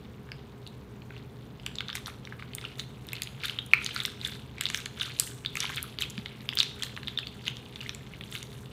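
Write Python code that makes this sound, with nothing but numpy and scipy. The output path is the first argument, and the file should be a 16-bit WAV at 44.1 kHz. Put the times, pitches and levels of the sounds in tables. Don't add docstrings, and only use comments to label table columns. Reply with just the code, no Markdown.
import sys
import numpy as np
from scipy import signal
from scipy.fft import rfft, irfft, next_fast_len
from scipy.io import wavfile

SR = 44100
rng = np.random.default_rng(int(sys.argv[2]) if len(sys.argv) > 2 else 0)


def field_ratio(decibels):
    return 10 ** (np.asarray(decibels, dtype=float) / 20)


def output_pcm(signal):
    pcm = np.clip(np.atleast_2d(signal).T, -1, 1) * 32767
    wavfile.write(sys.argv[1], SR, np.round(pcm).astype(np.int16))


N = 384543


def rms_one(x):
    return x / np.sqrt(np.mean(x ** 2) + 1e-20)


def band(x, low_hz, high_hz):
    edges_hz = [low_hz, min(high_hz, 0.45 * SR)]
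    return signal.sosfilt(signal.butter(2, edges_hz, "band", fs=SR, output="sos"), x)


def resonate(x, hz, width_hz):
    r = np.exp(-np.pi * width_hz / SR)
    zeros = [(1 - r * r) / 2, 0, (r * r - 1) / 2]
    poles = [1, -2 * r * np.cos(2 * np.pi * hz / SR), r * r]
    return signal.lfilter(zeros, poles, x)


def burst(hz, cycles, glide):
    turns = np.arange(400) / SR * hz
    u = turns / max(cycles, 0.7)
    envelope = u * np.exp(1 - u)
    return envelope * np.sin(2 * np.pi * turns * (1 + glide * np.tanh(u / 4)))


def add(out, s, grain):
    i = round(s * SR)
    out[i:i + len(grain)] += grain[:N - i]


def pops():
    # t/s, level/dB, f/Hz, swell/cycles (burst sets a floor)
    pockets = [(0.289, -37, 1820, 0.7), (0.3182, -23, 2660, 0.23), (0.666, -29, 3750, 0.66),
               (0.675, -34, 3850, 1.9), (1.02, -34.5, 2880, 0.5), (1.106, -33, 1900, 0.5),
               (1.165, -35.5, 2700, 1.5), (1.598, -33.5, 2900, 1), (1.6639, -16, 2980, 0.92),
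               (1.7552, -22.5, 4270, 0.44), (1.7852, -19.5, 3600, 1.6), (1.8061, -15, 3200, 0.6),
               (1.884, -22, 3750, 1.2), (1.892, -27.5, 1540, 0.83), (1.9006, -21, 3360, 1.2),
               (1.9291, -23, 3300, 0.55), (1.9531, -22, 2150, 0.93), (1.9706, -23, 3450, 0.83),
               (1.9794, -27, 1760, 0.59), (2.06, -22.5, 4200, 0.73), (2.0802, -25.5, 1290, 0.28),
               (2.1, -33, 2200, 0.4), (2.252, -27, 3580, 0.88), (2.273, -29.5, 2170, 1),
               (2.324, -27, 1650, 1.1), (2.3959, -28, 2140, 0.92), (2.424, -25.5, 2200, 0.74),
               (2.5347, -27, 2970, 0.79), (2.5832, -23.5, 3220, 0.36), (2.613, -28.5, 3670, 0.64),
               (2.651, -22.5, 2860, 1.65), (2.796, -17, 3740, 1.15), (3.1325, -19, 2390, 0.63),
               (3.2204, -16, 3550, 0.8), (3.273, -24, 3070, 0.8), (3.435, -21, 2370, 1.3),
               (3.4538, -21, 3550, 2.1), (3.4966, -17, 3020, 1.3), (3.588, -17, 3160, 1.6),
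               (3.59, -25, 3700, 3.9), (3.735, 0.5, 2365, 1.62), (3.863, -11, 3980, 0.78),
               (3.9623, -17.5, 4250, 1.3), (4.0027, -16.5, 3630, 1.6), (4.0521, -10, 3600, 1),
               (4.214, -25, 3850, 1.7), (4.249, -19.5, 3510, 3.4), (4.6102, -13, 2770, 0.65),
               (4.6553, -11, 3660, 1.4), (4.666, -16, 3220, 0.6), (4.688, -18, 3730, 0.54),
               (4.701, -19, 2060, 0.26), (4.7457, -8.5, 3120, 0.32), (4.8596, -17, 3190, 0.18),
               (5.0107, -18, 3660, 2.8), (5.0156, -18.5, 3050, 1.6), (5.1985, -15, 4140, 0.81),
               (5.205, -24, 3220, 0.51), (5.449, -21, 2860, 0.68), (5.4606, -14.5, 3630, 1.7),
               (5.555, -21, 2220, 1), (5.571, -15.5, 2490, 1), (5.61, -21, 3620, 0.94),
               (5.624, -26, 3370, 2.5), (5.628, -17, 3270, 0.54), (5.6433, -22, 1490, 0.4),
               (5.6989, -24.5, 1450, 0.37), (5.773, -20, 3280, 1.8), (5.7807, -21.5, 2400, 1.4),
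               (5.9871, -15, 3180, 0.72), (6.014, -21, 3770, 2.5), (6.022, -14.5, 3120, 1.7),
               (6.034, -22.5, 2560, 1.7), (6.1787, -21.5, 3100, 0.28), (6.2596, -19, 3060, 0.42),
               (6.49, -11, 3230, 0.97), (6.527, -23.5, 2070, 0.58), (6.5723, -13, 3280, 1.5),
               (6.5876, -7.5, 4500, 1.27), (6.595, -19, 4800, 1.08), (6.6028, -4.5, 3740, 1.6),
               (6.61, -14, 2970, 1.4), (6.63, -11, 3320, 0.39), (6.823, -21, 3240, 2.8),
               (6.83, -20.5, 3330, 0.75), (6.834, -14, 3900, 0.46), (6.965, -23.5, 3250, 0.33),
               (6.975, -22.5, 1870, 0.83), (7.0317, -26, 2730, 0.44), (7.0734, -24, 3640, 2.4),
               (7.0819, -14, 3340, 0.72), (7.1749, -18.5, 3600, 3.8), (7.1875, -12, 3360, 0.9),
               (7.231, -31.5, 2600, 2.8), (7.2705, -18.5, 3500, 0.54), (7.4678, -25, 3060, 0.85),
               (7.48, -10.5, 2960, 1.08), (7.759, -22.5, 3470, 0.97), (7.806, -30.5, 2840, 3),
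               (7.83, -31, 2680, 0.83), (7.862, -30, 2040, 1.6), (7.8935, -16, 3520, 0.82),
               (8.1363, -31, 2490, 0.74), (8.21, -23, 2470, 0.49), (8.2374, -27.5, 3170, 1.4),
               (8.325, -25.5, 3260, 1.1), (8.352, -21, 2760, 1.03), (8.3762, -30.5, 3700, 1.5),
               (8.428, -28, 3350, 0.97)]
    # f ratio/1, level/dB
    side_rings = [(0.601, -25), (.8, -22), (1.35, -20.5)]
    out, t = np.zeros(N), np.arange(400) / SR
    chance = rng.standard_normal((len(pockets), 11))
    tear = rng.standard_normal((len(pockets), 400))
    for (s, db, hz, cycles), (push_pitch, push_size, *side), noise in zip(pockets, chance, tear):
        shortness = np.clip(1.6 - cycles, 0, 1)
        ring = field_ratio(-3.5 * shortness) * burst(hz, cycles + 0.077 * shortness, glide=0.0078)
        push_gain = field_ratio(-20.5 + 2 * push_size) * (2400 / hz) ** 2
        push = push_gain * burst(1250 * field_ratio(push_pitch), 1.1, glide=0.05)
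        snap = field_ratio(-33.5) * noise * np.exp(-t / 0.0043)
        add(out, s, field_ratio(db) * (ring + push + snap))
        for (ratio, side_db), (detune, late, size) in zip(side_rings, np.reshape(side, (3, 3))):
            gain = field_ratio(db + side_db + 10 * shortness + 2 * size)
            side_hz = hz * ratio * field_ratio(1.8 * detune)
            add(out, s + 0.0004 * abs(late), gain * burst(side_hz, 1.52, glide=0.12))
    return out


def ticks():
    # t/s, level/dB, f/Hz
    contacts = [(0.674, -40.5, 8100), (1.663, -26, 7400), (1.9537, -26, 7700), (2.5504, -21.5, 8900),
                (2.641, -37, 1400), (2.802, -29.5, 3960), (3.0687, -37, 14200), (3.0878, -31, 3700),
                (3.132, -26.5, 12000), (3.153, -34, 3140), (3.22, -20, 9550), (3.234, -28, 6860),
                (3.4571, -26.5, 10300), (3.4827, -28, 3600), (3.663, -37, 10000), (3.7146, -36.5, 2580),
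                (3.735, -31, 6500), (3.8456, -27, 6300), (3.8627, -29, 6400), (3.8899, -29.5, 2200),
                (3.9474, -33.5, 9300), (3.963, -24.5, 1420), (3.9773, -29, 3930), (4.035, -29, 7800),
                (4.0595, -27, 8400), (4.0793, -35, 1630), (4.274, -27, 7500), (4.5824, -32.5, 2380),
                (4.61, -13.5, 7600), (4.637, -29, 6270), (4.7009, -26, 5800), (4.7742, -27.5, 5500),
                (4.803, -29, 3800), (4.8576, -27.5, 6470), (4.9983, -29, 3370), (5.0302, -27, 3700),
                (5.033, -27.5, 2850), (5.1882, -30, 4000), (5.1983, -9.5, 7960), (5.201, -18, 11000),
                (5.209, -31, 8450), (5.275, -34.5, 2970), (5.5543, -30.5, 7800), (5.569, -26.5, 6400),
                (5.604, -19.5, 5640), (5.6057, -24, 3480), (5.7193, -37, 1960), (5.7606, -27, 8600),
                (5.8285, -21, 11000), (5.8412, -37, 1250), (6.0217, -26, 7600), (6.0999, -31, 7200),
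                (6.1046, -33, 6900), (6.534, -29.5, 3040), (6.554, -27.5, 13500), (6.581, -27, 3850),
                (6.6, -25.5, 6940), (6.63, -26.5, 6150), (6.824, -31.5, 6940), (6.835, -30, 9200),
                (7.195, -35, 3600), (7.4548, -36.5, 4140), (7.569, -33.5, 3200), (7.8122, -30, 2600),
                (7.948, -31.5, 7100), (7.9481, -34.5, 2340), (8.315, -39, 7600), (8.429, -30.5, 6600)]
    out, t = np.zeros(N), np.arange(400) / SR
    for (s, db, hz), noise in zip(contacts, rng.standard_normal((len(contacts), 400))):
        crack = band(noise * np.exp(-t / 0.0007), 0.55 * hz, 1.7 * hz) * np.sqrt(8000 / hz)
        ring = burst(hz, 1.56, glide=0.013)
        add(out, s, field_ratio(db) * (field_ratio(1) * ring + field_ratio(2) * crack))
    return out


def crackle(base_per_s, spread_db, low_hz, high_hz, cycles, tilt_db):
    clump = np.interp(np.arange(N), np.arange(0, N + 400, 400), rng.standard_normal(N // 400 + 2))
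    born = rng.random(N) < base_per_s * field_ratio(5 * clump) / SR
    heights = field_ratio(spread_db * np.minimum(rng.exponential(1, N), 3))
    clicks = heights * rng.choice([-1, 1], N) * born
    dealt = rng.integers(0, 12, N)
    out = np.zeros(N)
    for k, hz in enumerate(np.geomspace(low_hz, high_hz, 12)):
        share = clicks * (dealt == k) + 1e-18
        ring = resonate(resonate(share, hz, hz / cycles), hz, hz / cycles)
        out += field_ratio(tilt_db * k / 11) * ring
    return rms_one(out)


def effort(column):
    # peak t/s, small pops level/dB, fizz level/dB, fade/s
    squeezes = [(1.14, -56.5, -89, 0.45), (1.668, -53, -76, 0.67), (1.892, -47, -74, 0.19),
                (1.956, -40, -46.5, 0.13), (2.072, -43.5, -50, 0.14), (2.398, -41.5, -64, 0.058),
                (2.648, -47.5, -72, 0.5), (2.789, -43.5, -47, 0.13), (3.135, -48.5, -71, 0.95),
                (3.45, -32.5, -48, 0.28), (3.833, -40, -55, 0.93), (3.982, -41, -48.5, 0.48),
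                (4.251, -39.5, -50, 0.45), (4.611, -39, -70, 0.29), (4.742, -38.5, -45.5, 0.31),
                (5.019, -37.5, -49, 0.46), (5.218, -45, -45.5, 0.52), (5.619, -39, -48.5, 0.82),
                (5.768, -41, -56, 0.33), (6.01, -30, -44.5, 0.11), (6.595, -39.5, -50, 0.29),
                (6.83, -45, -52.5, 0.48), (7.467, -37, -54.5, 0.2), (7.82, -49.5, -57, 0.35),
                (8.344, -45, -50, 0.4)]
    # t/s, small pops level/dB, fizz level/dB
    creep = np.transpose([(0.0, -63, -75.5), (1.0, -70, -73), (2.2, -61, -72), (3.6, -63, -68),
                          (5.4, -63, -76.5), (6.3, -55, -65), (7.6, -57, -67), (8.72, -59.5, -64)])
    fade_db, rise_share = 54, 0.38
    t = np.arange(0, N, 32) / SR
    power = field_ratio(2 * np.interp(t, creep[0], creep[column]))
    for row in squeezes:
        late = (t - row[0]) / row[3]
        below_peak_db = fade_db * np.maximum(late, -late / rise_share)
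        power = power + field_ratio(2 * (row[column] - below_peak_db))
    return np.interp(np.arange(N) / SR, t, np.sqrt(power))


def kneading():
    small = crackle(400, 4.8, 1274, 3730, cycles=2.76, tilt_db=2)
    wet = crackle(1300, 4.2, 1990, 3970, cycles=2.85, tilt_db=9)
    fizz = crackle(1100, 4.8, 5800, 15200, cycles=3.8, tilt_db=-7.5)
    return effort(1) * (small + field_ratio(-7) * wet) + effort(2) * fizz


def thud():
    # t/s, level/dB, f/Hz
    s, db, hz = (6.1815, -29, 200)
    t = np.arange(N) / SR - s
    u = np.maximum(t, 0) / 0.004
    return field_ratio(db) * u * np.exp(1 - u) * np.sin(2 * np.pi * hz * t)


def room(x):
    # delay/s, level/dB before band-pass
    echoes = [(.0072, -21), (0.0099, -17.5)]
    # f/Hz, t60/s, level/dB before bandwidth weighting
    tail_bands = [(1060, 0.4, -8.5), (2200, 0.46, -18), (3600, 0.4, -10), (7600, 0.59, -14.5),
                  (13500, 0.25, -15.5)]
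    t = np.arange(SR // 2) / SR
    answer = np.zeros(len(t))
    for s, db in echoes:
        answer[round(s * SR)] += field_ratio(db)
    answer = band(answer, 370, 8000)
    for hz, t60, db in tail_bands:
        tail = band(rng.standard_normal(len(t)), hz / np.sqrt(2), hz * np.sqrt(2))
        tail *= field_ratio(-60 * t / t60) * np.tanh(t / 0.00067)
        width = np.sqrt(2 * hz / SR)
        answer += field_ratio(db) * width * tail / np.sqrt(np.sum(tail ** 2))
    return signal.fftconvolve(x, answer)[:N]


def air():
    # f/Hz, relative level/dB
    spectrum = np.array([(22, -33), (40, -12.5), (70, 1), (100, -6), (140, -4.5), (250, -5.5), (320, -12),
                         (480, -12), (560, -19), (1000, -19.5), (1700, -27), (4200, -36), (5000, -40),
                         (9000, -54), (15500, -41)])
    # f/Hz, width/Hz, rms level/dB
    drone = [(132.1, 13, -51), (208.4, 6.1, -58.5), (408.4, 10.4, -59.5)]
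    # f/Hz, rms level/dB
    hum = [(120.1, -52)]
    size = next_fast_len(N)
    bin_hz = np.maximum(np.arange(size // 2 + 1) * SR / size, 1)
    shape = field_ratio(np.interp(np.log(bin_hz), np.log(spectrum[:, 0]), spectrum[:, 1]))
    noise = irfft(rfft(rng.standard_normal(size)) * shape, size)[:N]
    out = field_ratio(-49) * rms_one(noise)
    for hz, width_hz, db in drone:
        ringing = resonate(rng.standard_normal(N + SR), hz, width_hz)[SR:]
        out += field_ratio(db) * rms_one(ringing)
    for hz, db in hum:
        turns = hz * np.arange(N) / SR + rng.random()
        out += field_ratio(db) * np.sqrt(2) * np.sin(2 * np.pi * turns)
    return out


def scene():
    slime = band(pops() + ticks() + kneading(), 800, SR / 2)
    return np.tile(slime + room(slime) + thud() + air(), (2, 1))


def band_limit(x):
    return signal.sosfilt(signal.butter(12, 17070, fs=SR, output="sos"), x)


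def record(dry):
    top_cut = signal.cheby2(8, 30, 16000, fs=SR, output="sos")
    mix = np.clip(signal.sosfilt(top_cut, dry), -0.97, 0.97)
    return band_limit(mix)


dry = scene()
out = record(dry)
output_pcm(out)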